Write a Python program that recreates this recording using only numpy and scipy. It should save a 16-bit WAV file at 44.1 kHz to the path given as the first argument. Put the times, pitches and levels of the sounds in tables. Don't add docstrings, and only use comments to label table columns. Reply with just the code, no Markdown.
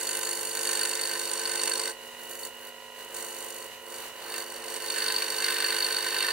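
import sys
import numpy as np
from scipy import signal
from scipy.fft import rfft, irfft
from scipy.io import wavfile
from scipy.ndimage import uniform_filter1d

SR = 44100
rng = np.random.default_rng(int(sys.argv[2]) if len(sys.argv) > 2 else 0)


def pcm_store(signal):
    levels = np.round(np.clip(np.atleast_2d(signal), -1, 1) * 32767)
    wavfile.write(sys.argv[1], SR, levels.astype(np.int16).T)


def voltage_ratio(level):
    return 10 ** (np.asarray(level, float) / 20)


N = 278712
TIME, HZ = np.arange(N) / SR, np.arange(N // 2 + 1) * SR / N
SIDES = np.array([[.5], [-.5]])

# frequency in Hz, density in dB per Hz.
SHOP_SPECTRUM = [(25, -18.5), (90, -22), (280, -22.5), (480, -13.5), (1000, -12.5), (1300, -18.5),
                 (1900, -9.5), (2450, -15.5), (2900, -8.5), (3400, -18.5), (3900, -11.5), (5000, -20),
                 (6500, -17), (16000, -21)]
# multiple of the electrical tone, then idle level in dB of crank sidebands -4 to +4.
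WHINE_TONES = [(1, -107, -94.5, -93, -87.5, -66, -111, -87, -85, -80),
               (2, -93, -78.5, -82, -62, -95, -57, -68, -76, -66.5),
               (3, -99, -77, -94, -79, -66.5, -82, -96, -81, -72.5),
               (4, -81, -80, -75.5, -81, -60, -59.5, -100, -77.5, -86),
               (5, -77, -90, -100, -99, -83, -99, -74, -71.5, -88),
               (6, -92, -94, -75, -105, -63, -92, -83, -105, -86),
               (8, -86, -83, -86, -73, -58.5, -62.5, -97, -89, -73),
               (10, -84, -88, -90, -86, -70.5, -88, -67, -87, -73),
               (12, -71, -112, -85, -55, -59.5, -53, -115, -83, -75)]
SIDEBAND_LOAD = [0.17, 0.62, 0.84, 0.32, 0.15, 0.35, 0.16, 0.55, 0.39]
# multiple of the stroke rate, level under feed in dB, level of the idle linkage in dB.
SHAKE_TONES = [(0.98, -43, -97), (2.01, -36, -95), (2.96, -30.5, -101), (4.07, -30, -94), (5.004, -18, -89),
               (6.01, -17, -98), (6.997, -1.5, -74), (8.03, -13, -85), (8.995, 1, -64.5), (10.08, -13, -74),
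               (10.997, -6.5, -67), (11.87, -20.5, -75), (13.08, -24, -74), (13.76, -19, -80),
               (14.83, -17, -74.5), (16.03, -18, -95), (17.08, -8.5, -68.5), (18.12, -16, -75),
               (18.88, -8, -85), (19.95, -5.5, -72), (21.06, -9.5, -68.5), (22.14, -10, -85),
               (22.8, -13.5, -92), (24.34, -14, -81)]
# time in seconds, lead in ms.
CRANK_LEAD = [(0, 6.1), (.2, 6.3), (.6, 5.4), (1.2, 3.3), (1.8, 1.8), (2, 2.2), (2.2, 3.5), (2.4, 5.7),
              (2.6, 6.7), (3.2, 12.1), (3.4, 12.2), (3.8, 14.7), (4.2, 16.4), (4.6, 15.8), (5.2, 15.1),
              (5.4, 14.2), (6, 12.3), (6.32, 12.1)]
# start in seconds, length in seconds, level in dB.
DRAG_PULLS = [
    (2.15, 0.27, -62),
    (2.95, .4, -55),
    (3.853, 0.5, -53),
    (4.198, 0.29, -47.5),
    (4.45, .3, -49),
]
# start and end in seconds, pressure in dB at start and at end,
# grab of the blade in the kerf in dB.
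FEED_PUSHES = [(0, 0.187, -1.8, 0.6, 1.1), (0.218, 0.337, -1.3, .4, 0.8), (.36, 0.54, -3, -4, -0.5),
               (0.548, 0.715, -0.7, 3.5, -0.3), (0.717, 1.27, 2, -3, 2.5), (1.27, 1.62, -2.1, 0.5, 1.2),
               (1.622, 1.903, 1.8, -1, 0), (4.802, 4.958, -7.5, -2, 3.5), (4.964, 5.253, -2.5, -3.5, 8),
               (5.252, 5.422, -4, -2, 5.5), (5.42, 5.8, -2.5, -1.5, 9), (5.8, 6.0, -3.5, -3, 9),
               (6.004, 6.18, -4, -4, 9), (6.17, 6.33, -2.5, -4, 11)]
# start and end in seconds, pressure in dB at start
# and at end, grab in dB.
TURNING_TOUCHES = [(2.02, 2.08, -18, -17, -2), (2.198, 2.27, -17.5, -16.5, 1), (2.3, 2.38, -8.5, -12, -1.5),
                   (2.396, 2.47, -9.5, -7, -3), (2.53, 2.66, -28, -19, 4), (2.676, 2.69, -13.5, -17, 2),
                   (2.995, 3.055, -16.5, -18, 1), (3.077, 3.14, -22, -14, -1),
                   (3.149, 3.263, -7, -7.5, -3.5), (3.26, 3.665, -8.5, -11, -3),
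                   (3.82, 3.93, -21.5, -9.5, -0.5), (3.93, 4.082, -8.5, -15.5, .1),
                   (4.156, 4.379, -22, -4.5, 5.5), (4.382, 4.439, -5, -7.5, 3),
                   (4.466, 4.58, -11.5, -10, 0.7), (4.585, 4.771, -14.5, -3, 1.3)]
# time in seconds, thickness from 0 to 1.
WOOD_THICKNESS = [(0, 0.12), (1.9, 0.73), (2.2, 0.05), (4.3, 0.52), (4.9, 0.72), (6.32, 0.73)]
# time in seconds, blade peak in dB, board in dB against the blade.
HARD_BITES = [(0.0732, -21, -18), (0.2538, -24, -19), (0.5137, -26, -25), (0.6918, -21, -6),
              (0.8155, -19.5, -5), (0.8555, -20.5, -5), (1.036, -20.5, -13), (1.4541, -17.5, -12.5),
              (1.5948, -21.5, -5), (1.6746, -20.5, -2.5), (1.7145, -17.5, -11), (1.7554, -20, -9),
              (1.7953, -19, -10), (2.4334, -29, -26), (4.3415, -24, -6), (4.9018, -18, -12),
              (5.0818, -15, -15), (5.1637, -14, -22), (5.224, -17, -6), (5.4435, -16, -10),
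              (5.4829, -16.5, -5), (5.6441, -15, -6), (5.7029, -18, -5.5), (5.7633, -21.5, -5),
              (5.8257, -15.5, -13), (5.9668, -18, -15), (6.1454, -18.5, -5), (6.2043, -16, -7),
              (6.2248, -12.5, -11), (6.2851, -18, 0.5)]
# frequency in Hz, width in Hz, level in dB, left minus right in dB.
BOARD_MODES = [(698, 21, -29, 11), (1028, 86, -6.5, -10), (1540, 95, -1.5, -2.5), (1687, 15, -3, -10),
               (1814, 38, -2.5, -15), (2070, 50, -5, -11.5), (2300, 25, -5.5, -11), (2710, 38, 0, 2),
               (2913, 306, -2.5, 0)]
# frequency in Hz, width in Hz, level in dB, left minus right in dB.
BLADE_MODES = [(3740, 110, -6, -1), (4080, 300, -21, -1), (4465, 140, 0, -1), (4600, 190, -5, 0)]
# frequency in Hz, width in Hz, level in dB, left minus right in dB,
# change deep in the wood in dB.
TEETH_MODES = [(5720, 250, -17, 0, 10), (6350, 250, -10, 0, -4), (6920, 280, -1, 1, -11),
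               (7780, 300, -6, 1, -7), (8340, 250, -1, 2, -8), (8630, 170, 1, -8, 1.5),
               (9250, 500, -3, -3, -5)]
# frequency in Hz, width in Hz, level in dB, left minus right in dB,
# change deep in the wood in dB.
DUST_MODES = [(10250, 300, 1, -2, -4), (11000, 800, 4, -2, -7), (11900, 400, -4, -2, 1),
              (12900, 600, -18, -2, 13), (13900, 500, -3, -2, 1), (14700, 400, -6, -3, 3),
              (15620, 300, 0, -5, 2)]

# dB at full pressure, dB per dB of pressure, dB per dB of grab, dB per thickness.
SHAKE_LAW, BOARD_LAW, BLADE_LAW = (-53.5, 0.7, 0.06, 4.5), (-42, 0.85, 0.9535, 2), (-39, 1.19, 0.9061, 2.5)
TEETH_LAW, DUST_LAW = (-32, 1.2, 0, -0.5), (-36, 0.82, 0.33, -8)
TURNED_S, TURN_TAKES_S, DUST_DEPTHS = 2.0, .15, (0.15, 0.78, 1)

STROKE_HZ, WHINE_HZ, MAINS_HZ = 50, 240.08, 100
SHOP_DB, MAINS_DB = -44.5, -78
LOAD_FALL = 0.024
BLADE_CREST_DB, BOARD_CREST_DB = 14, 8.5
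HAND_STEP, GRAB_SLEW_S = 44, .03
PRESS_DB_PER_S, EASE_DB_PER_S, CLEAR_DB = 450, 556, -47
DRAG_LO_HZ, DRAG_HI_HZ, DRAG_GRIT_DB = 380, 1500, 3.5
BRUSH_DB_PER_DB, BRUSH_MAX_DB = 1.7, 5.5
LEFT_LAG_S, TOP_HZ = 5e-5, 15830


def level(x, db):
    return x * voltage_ratio(db) / np.sqrt(np.mean(x ** 2))


def walk(rate):
    count = int(N / SR * rate) + 2
    return 1.2 * np.interp(TIME * rate, np.arange(count), rng.standard_normal(count))


def tails(t60, gap):
    s = TIME[:SR // 2]
    decay = np.exp(-np.log(1000) * s / t60)
    tail = rng.standard_normal((2, len(s))) * decay * (s >= gap)
    return rfft(tail / np.sqrt(np.sum(tail ** 2, axis=1, keepdims=True)), N)


def room(x, t60):
    return irfft(rfft(x) * tails(t60, 0.00323), N)


def shop(crank):
    hz, db = np.transpose(SHOP_SPECTRUM)
    colour = voltage_ratio(np.interp(np.log(HZ + 1), np.log(hz), db))
    alike = np.clip(0.93 / (1 + (HZ / 2500) ** 2) / (1 + (90 / (HZ + 1)) ** 2), 0, 1)
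    mid, side = rfft(rng.standard_normal((2, N)))
    ports = np.sqrt(1 + alike) * mid + 2 * SIDES * np.sqrt(1 - alike) * side
    noise = irfft(colour * ports, N)
    throb_db = 0.5 * np.cos(2 * np.pi * crank)
    return level(noise, SHOP_DB - 3.0) * voltage_ratio(throb_db + 1.8 * walk(15) - 2.8 * SIDES)


def whine(crank, shake_db):
    load_db = np.clip(shake_db + 70.5, 0, 30)
    throb = np.array([voltage_ratio(share * load_db) * np.exp(2j * np.pi * side * (crank + 0.36))
                      for side, share in zip(range(-4, 5), SIDEBAND_LOAD)])
    tones = voltage_ratio(MAINS_DB + 1.8 * walk(3.63)) * np.cos(2 * np.pi * MAINS_HZ * TIME)
    for k, *levels_db in WHINE_TONES:
        carrier = np.exp(2j * np.pi * (k * WHINE_HZ * TIME + 0.088 * walk(7)))
        sway = voltage_ratio(0.97 * walk(7) - LOAD_FALL * k * load_db)
        throbbed = voltage_ratio(np.array(levels_db)) @ throb
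        tones = tones + sway * np.real(carrier * throbbed)
    return np.sqrt(2) * tones * voltage_ratio(-4.5 * SIDES)


def shake(crank, shake_db):
    pull = voltage_ratio(shake_db + 1.5)
    hum = np.zeros(N)
    for k, feed_db, idle_db in SHAKE_TONES:
        strength = (voltage_ratio(feed_db) * pull + voltage_ratio(idle_db)) * (1 + 0.14 * walk(12))
        wander = 0.06 * k * walk(9)
        hum += strength * np.cos(2 * np.pi * k * (crank + 0.1502) + wander)
    return np.sqrt(2) * hum * voltage_ratio(-4.0 * SIDES)


def drag():
    swell = sum(voltage_ratio(db) * np.sin(np.pi * np.clip((TIME - at) / length, 0, 1)) for at, length, db in DRAG_PULLS)
    grit = rng.standard_normal(N) * voltage_ratio(DRAG_GRIT_DB * walk(300) + 1.5 * walk(24.96))
    band = signal.butter(2, [DRAG_LO_HZ, DRAG_HI_HZ], "band", fs=SR, output="sos")
    scuff = signal.sosfilt(band, grit)
    return level(scuff, 0) * swell * voltage_ratio(-3.5 * SIDES)


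def feed():
    s = TIME[::HAND_STEP]
    pressure, grab = np.full(len(s), 1. * CLEAR_DB), np.zeros(len(s))
    for start, end, first_db, last_db, grab_db in FEED_PUSHES + TURNING_TOUCHES:
        push = np.interp(s, [start, end], [first_db, last_db])
        push = push - PRESS_DB_PER_S * np.clip(start - s, 0, None)
        push = push - EASE_DB_PER_S * np.clip(s - end, 0, None)
        grab = np.where(push > pressure, grab_db, grab)
        pressure = np.maximum(push, pressure)
    grab = uniform_filter1d(grab, int(GRAB_SLEW_S * SR / HAND_STEP) + 1)
    return np.interp(TIME, s, pressure), np.interp(TIME, s, grab)


def body(modes, deep):
    hz = np.arange(2049) * SR / 4096 + 1
    power = sum(voltage_ratio(m[2] + m[3] * SIDES + deep * m[-1]) ** 2 / (1 + ((hz - m[0] ** 2 / hz) / m[1]) ** 2)
                for m in modes)
    cepstrum = irfft(np.log(power) / 2)
    cepstrum[:, 1:2048] *= 2
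    cepstrum[:, 2049:] = 0
    return rfft(irfft(np.exp(rfft(cepstrum))), N)


def ring(force, modes, skirt_db, apart_db, depth=None):
    lo, hi = modes[0][0] * 0.35, modes[-1][0] * 1.11
    band = 1 / (1 + (lo / (HZ + 1)) ** 8) / (1 + (HZ / hi) ** 8)
    push = rfft(force)
    skirt = voltage_ratio(skirt_db) * push[0] * tails(0.04, 0)
    heard = push[0] + voltage_ratio(apart_db) * push[1:]
    ends = [0] if depth is None else [0, 1]
    sound = [level(irfft(band * (body(modes, deep) * heard + skirt), N), 0) for deep in ends]
    if depth is None:
        return sound[0]
    return (1 - depth) * sound[0] + depth * sound[1]


def rasp(turns, size_db, cut, sag, fade, back_db, rest_db, grit_db, knock_db, squeal_hz=1000, squeal_db=-60):
    phase, stroke = turns % 1, turns.astype(int)
    onset = np.clip(phase / .015, 0, 1)
    bite = onset * np.exp(-phase / sag - np.clip(phase - cut, 0, 1) / fade)
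    down = bite * voltage_ratio(size_db[stroke])
    up = voltage_ratio(back_db) * np.exp(-((phase - .7) / .13) ** 2)
    force = rng.standard_normal((3, N)) * voltage_ratio(grit_db * walk(900)) * (down + up + voltage_ratio(rest_db))
    squeal_phase = 2 * np.pi * np.cumsum(squeal_hz * (1 + 0.016 * walk(60))) / SR
    force[0] += voltage_ratio(squeal_db) * down * np.sin(squeal_phase)
    force[0, 1:] += voltage_ratio(knock_db + size_db[stroke[1:]]) * np.diff(stroke)
    return force


def cutting(crank, board_db, blade_db, teeth_db, dust_db):
    turns = crank + .21
    luck = rng.standard_normal((int(turns[-1]) + 1, 4)).T
    blade_size = 1.4 * luck[0] - 2
    board_size = 2.5 * luck[1] + .3 * luck[0]
    teeth_size = 1.1 * luck[2] + .7 * luck[0]
    at, peak_db, rel_db = np.transpose(HARD_BITES)
    hard = np.interp(at + .004, TIME, turns).astype(int)
    blade_size[hard] = peak_db - np.interp(at, TIME, blade_db) - BLADE_CREST_DB
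    board_size[hard] = peak_db + rel_db - np.interp(at, TIME, board_db) - BOARD_CREST_DB
    cut = np.clip(0.32 + 0.0027 * (teeth_db + 39), .1, .45)
    depth = np.clip(np.interp(TIME, *np.transpose(WOOD_THICKNESS)), 0, 1)
    dust_depth = np.clip(np.interp(TIME, [0, TURNED_S, TURNED_S + TURN_TAKES_S], DUST_DEPTHS), 0, 1)
    brush_db = np.clip(BRUSH_DB_PER_DB * (TEETH_LAW[0] - teeth_db), 0, BRUSH_MAX_DB)

    board = rasp(turns, board_size, .32, .7, .08, -7, -10, 1.5, 15, 1535, -15)
    blade = rasp(turns - .04, blade_size, .29, 1.5, .05, -10, brush_db - 16, 1.5, 0, 4470, -7)
    teeth = rasp(turns, teeth_size, cut, .55, .06, -12, brush_db - 15, 2.1, 11)
    dust = rasp(turns, teeth_size, cut, .55, .06, -12, brush_db - 12, 2.1, 8)

    board = ring(board, BOARD_MODES, -24, -13)
    blade = ring(blade, BLADE_MODES, -24, -7)
    teeth = ring(teeth, TEETH_MODES, -21, -4.5, depth)
    dust = ring(dust, DUST_MODES, -19, -1.5, dust_depth)
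    return board * voltage_ratio(board_db) + blade * voltage_ratio(blade_db) + teeth * voltage_ratio(teeth_db) + dust * voltage_ratio(dust_db)


def scene():
    thickness = np.interp(TIME, *np.transpose(WOOD_THICKNESS))
    controls = np.array([np.ones(N), *feed(), thickness])
    laws = np.array([SHAKE_LAW, BOARD_LAW, BLADE_LAW, TEETH_LAW, DUST_LAW])
    shake_db, board_db, blade_db, teeth_db, dust_db = laws @ controls
    lead_ms = np.interp(TIME, *np.transpose(CRANK_LEAD))
    crank = STROKE_HZ * TIME + lead_ms * STROKE_HZ / 1000
    saw = cutting(crank, board_db, blade_db, teeth_db, dust_db)
    drive = shake(crank, shake_db) + whine(crank, shake_db)
    tail = room(voltage_ratio(-11) * saw + voltage_ratio(-16) * drive, .2)
    return saw + drive + tail + shop(crank) + drag()


def roll_off(x):
    return signal.sosfilt(signal.butter(12, 16160, fs=SR, output="sos"), x)


def record(dry):
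    lag = 1.6 * np.tanh(2 * np.pi * HZ * LEFT_LAG_S / 1.6)
    late = rfft(dry) * np.exp(-1j * lag * (SIDES + .5))
    top_cut = np.clip((TOP_HZ - HZ) / 60, 0, 1)
    return roll_off(irfft(late * top_cut, N))


dry = scene()
out = record(dry)
pcm_store(out)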